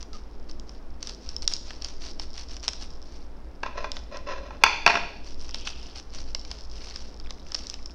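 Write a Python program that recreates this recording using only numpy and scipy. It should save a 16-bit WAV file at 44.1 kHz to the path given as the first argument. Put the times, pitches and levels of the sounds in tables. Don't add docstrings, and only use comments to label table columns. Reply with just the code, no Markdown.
import sys
import numpy as np
from scipy import signal
from scipy.fft import rfft, irfft
from scipy.io import wavfile
from scipy.ndimage import uniform_filter1d

SR = 44100
rng = np.random.default_rng(int(sys.argv[2]) if len(sys.argv) > 2 else 0)


def generate_wav(signal):
    frames = np.transpose(np.atleast_2d(signal))
    scaled = np.clip(frames, -1, 1) * 32767
    pcm = np.round(scaled).astype(np.int16)
    wavfile.write(sys.argv[1], SR, pcm)


N = 350330
TIME = np.arange(N) / SR

# (time [s], relative tick peak [dB], relative pop level [dB])
SNAPS = [(0.0276, -24.5, -48), (0.131, -29.5, -52), (0.512, -30, -57), (0.597, -28, -69),
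         (0.6928, -31.5, -54), (1.0276, -18.5, -44), (1.0715, -19, -50), (1.0944, -20, -44),
         (1.2898, -20, -51), (1.3639, -17.5, -55), (1.4214, -22.5, -55), (1.477, -2, -35),
         (1.5364, -10, -53), (1.5648, -21, -49), (1.7056, -34, -35.5), (1.8212, -21.5, -45.5),
         (1.8452, -16, -42), (2.1962, -17.5, -38), (2.378, -25, -39.5), (2.5666, -25, -44.5),
         (2.6798, -6.5, -29), (2.6869, -14.5, -35), (2.7324, -23, -42), (3.9172, -17, -41.5),
         (3.9669, -26, -33), (4.1705, -27, -43.5), (5.492, -26.5, -43), (5.5445, -14, -35.5),
         (5.6725, -21, -30), (6.348, -12, -35), (6.4494, -27, -46), (6.5136, -18, -36), (6.9594, -20, -43),
         (7.199, -27.5, -50.5), (7.3063, -20, -41), (7.519, -22, -42), (7.5451, -12, -40),
         (7.5488, -12, -36.5), (7.669, -20, -52), (7.6984, -17, -58), (7.7404, -21.5, -41),
         (7.8585, -22.5, -49)]
# (time [s], length [s], relative level [dB])
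FLURRIES = [(0, 0.028, -49), (0.127, 0.078, -52.5), (0.487, 0.023, -48.5), (.655, 0.16, -62.5),
            (0.998, 0.17, -49), (1.213, 0.18, -53.5), (1.418, 0.033, -44.5), (1.493, .085, -42),
            (1.628, 0.2, -51), (1.803, 0.16, -48), (1.997, .13, -44.5), (2.188, 0.074, -47),
            (2.338, .12, -46), (2.483, 0.11, -49), (2.626, 0.052, -41.5), (2.791, .08, -45.5),
            (3.02, .26, -58.5), (3.931, .09, -52.5), (5.234, .11, -50.5), (5.375, 0.16, -52),
            (5.529, 0.12, -48.5), (5.641, .1, -42.5), (5.72, 0.27, -53), (5.945, 0.072, -44),
            (6.11, .14, -46), (6.25, 0.091, -54), (6.44, 0.22, -52.5), (6.677, 0.48, -49),
            (7.45, 0.34, -50.5)]
# (frequency [Hz], gain [dB])
FILM_COLOUR = [(800, -60), (2200, -28), (3200, -5.5), (4300, -2), (5300, 11), (6100, -4), (7000, -13),
               (9000, -26.5), (12000, -45), (16000, -44.5)]
# (frequency [Hz], gain [dB])
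SACHET_COLOUR = [(200, -27), (600, 5.5), (1200, 5), (1900, 2), (2800, 6), (4000, 1), (7000, -41.5)]
# (pitch ratio [1], level [dB])
CREASE_SIZES = [(1.093, 0), (1, 0), (0.865, 0), (1.63, -24)]
# (time [s], length [s], level [dB])
PEELS = [(5.448, 0.59, -55), (5.669, 0.015, -35)]
# (time [s], level [dB])
STRAY_LEVELS = [(.9, -68), (1.05, -57), (2.9, -57), (3.3, -68), (5.1, -68), (5.4, -56)]
# (time [s], force [dB])
KNOCKS = [(3.6323, -19.5), (3.6631, -30.5), (3.8432, -23), (4.507, -33), (4.6367, .5), (4.663, -12.5),
          (4.8633, -2), (4.876, -5.5), (4.898, -13), (4.9025, -13), (4.9405, -21), (4.954, -15),
          (4.971, -17), (5.033, -32)]
# (time [s], length [s], relative level [dB])
SLIDES = [(3.647, 0.049, -40), (3.747, .14, -37.5), (4.102, 0.11, -41), (4.259, 0.14, -35.5),
          (4.346, 0.27, -49), (4.607, .037, -44.5)]
# (frequency [Hz], width before the damping factor [Hz], gain when struck [dB], gain when rubbed [dB])
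TABLE_MODES = [(169, 81, -4, -14), (430, 25, -4, -8.5), (578, 120, -34, 7), (700, 36, 5.5, -22),
               (933, 170, 7, -29.5), (1009, 69, 3, 7), (1085, 59, 9, -6), (1322, 170, 3.5, -5),
               (1620, 174, 3.5, -8.5), (1884, 82, 8.5, -8), (2220, 150, -3.5, -31), (2440, 150, 3.5, -6),
               (2620, 43, -9, -7), (3460, 86, 4, -15.5), (4090, 370, -17.5, -13.5), (4420, 370, -6, -24.5),
               (4990, 155, -25.5, -10.5), (5010, 190, -8, -16.5)]
# (frequency [Hz], time to fall by 60 dB [s])
REVERB_TIMES = [(300, 1), (1200, 0.39), (3000, 0.64), (5500, 0.73), (10000, 0.31)]
# (frequency [Hz], relative density [dB])
AIR_COLOUR = [(5, -3), (13, 12), (27, -16.5), (60, -5.5), (95, -28), (150, -25), (280, -21.5), (600, -29.5),
              (1100, -35.5), (2000, -44.5), (3500, -50), (5300, -51), (7500, -63), (15000, -70.5)]

AIR_DB = -50.5
SACHET_BODY_DB = -7
SWELL_SHARE = 0.36
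THUD_SLOPE, CLACK_SLOPE = 0.77, 1.2
TOP_HZ = 16200


def snaps(edge_db=-1.0, body_db=-4.5, crease_ratio=1.019, crease_scatter=0.046, own=0.89, scatter=0.31):
    out, t = np.zeros(N), np.arange(2048) / SR
    tension = rng.uniform(-0.98, 1, (len(SNAPS), 2))
    for (s, tick_db, pop_db), (crease, stretch) in zip(SNAPS, tension):
        flip = contact(t, decay_s=.0006, rough=.9)
        own_colour = response(FILM_COLOUR, crease_ratio * np.exp(crease_scatter * crease))
        tick = through(flip, response(FILM_COLOUR) + own * own_colour)
        push = contact(t, decay_s=0.0019, rough=2.7)
        pop = through(push, response(SACHET_COLOUR, np.exp(scatter * stretch)))
        snap = at_peak(tick, tick_db + edge_db) + at_level(pop, pop_db + body_db)
        add(out, s + .0006, snap)
    return out


def crackle(edge_db=-1.5):
    clicks = [grains(rate=430, spread_db=4.3, bunch_db=3) for _ in CREASE_SIZES]
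    edge = np.zeros(N)
    for click, (pitch, db) in zip(clicks, CREASE_SIZES):
        edge += undb(db) * through(click, response(FILM_COLOUR, pitch))
    body = through(sum(clicks), response(SACHET_COLOUR))
    return strokes(edge, FLURRIES, edge_db) + strokes(body, FLURRIES, SACHET_BODY_DB)


def peel(lo_hz=2500, hi_hz=3500):
    rasp = band(grains(rate=500, spread_db=4, bunch_db=3), lo_hz, hi_hz)
    return strokes(rasp, PEELS)


def stray_ticks():
    ticks = unit(through(grains(rate=110, spread_db=4.5, bunch_db=2), response(FILM_COLOUR)))
    time_s, level_db = np.transpose(STRAY_LEVELS)
    return ticks * undb(np.interp(TIME, time_s, level_db))


def bits(start_s=6.75, end_s=7.9, count=36, pitch_hz=2500, scatter=0.55, ring_s=0.00073, peak_db=-42,
         spread_db=4):
    out, t = np.zeros(N), np.arange(1024) / SR
    for when, size, force in rng.random((count, 3)):
        hz = pitch_hz * np.exp(scatter * (2 * size - 1))
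        ring = np.exp(-t / ring_s) * np.sin(2 * np.pi * hz * t)
        tick = through(contact(t, decay_s=.0004, rough=.8), ring)
        s = start_s + when * (end_s - start_s)
        add(out, s, at_peak(tick, peak_db + spread_db * (2 * force - 1)))
    return out


def knocks(ring_db=0, thud_db=-14, clack_db=-19, thud_low_hz=150, split_hz=1500):
    out, t = np.zeros(N), np.arange(8192) / SR
    ring = table_ring(t, rubbed=False, damping=0.88, click=0.14)
    for s, force_db in KNOCKS:
        blow = through(contact(t, decay_s=.002, rough=2), ring)
        thud = at_level(band(blow, thud_low_hz, split_hz), THUD_SLOPE * force_db + thud_db)
        knock = at_peak(band(blow, split_hz, 2770), force_db + ring_db)
        clack = at_level(band(blow, 3900, 5990), CLACK_SLOPE * force_db + clack_db)
        add(out, s, thud + knock + clack)
    return out


def slide(rub_db=-1, scratch_db=-14):
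    ring = table_ring(np.arange(4096) / SR, rubbed=True, damping=.55, click=.02)
    slips = through(grains(rate=900, spread_db=3, bunch_db=3), ring)
    rub = band(slips, 220, 3200)
    scratch = band(band(slips, 3400, 6500), 3400, 6500)
    return strokes(rub, SLIDES, rub_db) + strokes(scratch, SLIDES, scratch_db)


def table_ring(t, rubbed, damping, click):
    out = click * (t == 0)
    for hz, width, struck_db, rubbed_db in TABLE_MODES:
        size = undb(rubbed_db if rubbed else struck_db) * 2 * np.pi * width / SR
        decay = np.exp(-np.pi * damping * width * t)
        out = out + size * decay * np.cos(2 * np.pi * hz * t)
    return out


def hinge(s=.125, length_s=0.059, start_hz=1350, end_hz=1130, db=-54):
    glide = np.interp(TIME, [s, s + length_s], [start_hz, end_hz])
    hz = glide * (1 + .04 * walk(300))
    squeak = np.sin(2 * np.pi * np.cumsum(hz) / SR)
    return strokes(squeak, [(s, length_s, db)])


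def room(x, gap_s=0.00099, build_s=0.001):
    t = np.arange(int(.8 * SR)) / SR
    edges = np.geomspace(150, 16000, 9)
    tail = np.zeros(len(t))
    for lo, hi in zip(edges, edges[1:]):
        t60 = on_log_axis(REVERB_TIMES, np.sqrt(lo * hi))
        tail += band(rng.standard_normal(len(t)), lo, hi) * np.exp(-np.log(1000) * t / t60)
    tail = tail * np.clip((t - gap_s) / build_s, 0, 1)
    return through(x, tail / np.linalg.norm(tail))


def background(air_db=0, hum_db=-46.0, waver=0.161, flutter_db=1):
    colour = undb(on_log_axis(AIR_COLOUR, np.fft.rfftfreq(N, 1 / SR)))
    air = irfft(rfft(rng.standard_normal(N)) * colour, N)
    middle = band(air, 100, 1000)
    flutter = middle * (undb(flutter_db * walk(13)) - 1)
    air = (air + flutter) / np.std(middle)
    phase = 2 * np.pi * 50 * TIME
    hum = (1 + waver * walk(25)) * np.sin(phase) + waver * walk(4.1) * np.cos(phase)
    return air * undb(AIR_DB + air_db) + unit(hum) * undb(hum_db)


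def contact(t, decay_s, rough):
    chatter = rng.standard_normal(len(t)) * np.sqrt(t) * np.exp(-t / decay_s)
    return (t == 0) + rough * chatter / np.linalg.norm(chatter)


def grains(rate, spread_db, bunch_db):
    size = undb(spread_db * np.minimum(rng.exponential(size=N), 3.5))
    sign = rng.choice([-1, 1], N)
    happens = rng.random(N) < rate / SR
    return happens * sign * size * undb(bunch_db * walk(150))


def walk(rate):
    k = int(SR / rate)
    held = np.repeat(rng.standard_normal(N // k + 1), k)[:N]
    return unit(uniform_filter1d(uniform_filter1d(held, k), k))


def stroke(texture, s, length_s, db):
    piece = texture[int(s * SR):][:int(length_s * SR)]
    progress = np.interp(np.linspace(0, 1, len(piece)), [0, SWELL_SHARE, 1], [0, .5, 1])
    return unit(piece * np.sin(np.pi * progress)) * undb(db)


def strokes(texture, moves, trim_db=0):
    out = np.zeros(N)
    for s, length_s, db in moves:
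        add(out, s, stroke(texture, s, length_s, db + trim_db))
    return out


def response(points, stretch=1, size=512):
    hz = np.fft.rfftfreq(size, 1 / SR) / stretch
    cepstrum = irfft(np.log(undb(on_log_axis(points, hz))))
    cepstrum[1:size // 2] *= 2
    cepstrum[size // 2 + 1:] = 0
    return irfft(np.exp(rfft(cepstrum)))


def through(x, ring):
    return signal.fftconvolve(x, ring)[:len(x)]


def band(x, lo_hz, hi_hz):
    return signal.sosfilt(signal.butter(3, [lo_hz, hi_hz], "band", fs=SR, output="sos"), x)


def on_log_axis(points, hz):
    f, value = np.transpose(points)
    return np.interp(np.log(np.maximum(hz, 1)), np.log(f), value)


def undb(db):
    return 10 ** (np.asarray(db) / 20)


def unit(x):
    return x / np.sqrt(np.mean(x ** 2))


def at_peak(x, db):
    return x * undb(db) / np.abs(x).max()


def at_level(x, db):
    return x * undb(db) / np.sqrt(np.mean(x[:int(.012 * SR)] ** 2))


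def add(track, s, sound):
    i = int(s * SR)
    track[i:i + len(sound)] += sound[:N - i]


def scene():
    sachet = snaps() + crackle() + peel() + stray_ticks() + bits()
    scissors = knocks() + slide() + hinge()
    echo = room(undb(-15) * sachet + undb(-8.5) * scissors)
    return (sachet + scissors + echo + background())[None]


def record(dry):
    low_pass = signal.ellip(8, .2, 70, TOP_HZ, fs=SR, output="sos")
    return signal.sosfilt(low_pass, np.clip(dry, -1, 1))


dry = scene()
out = record(dry)
generate_wav(out)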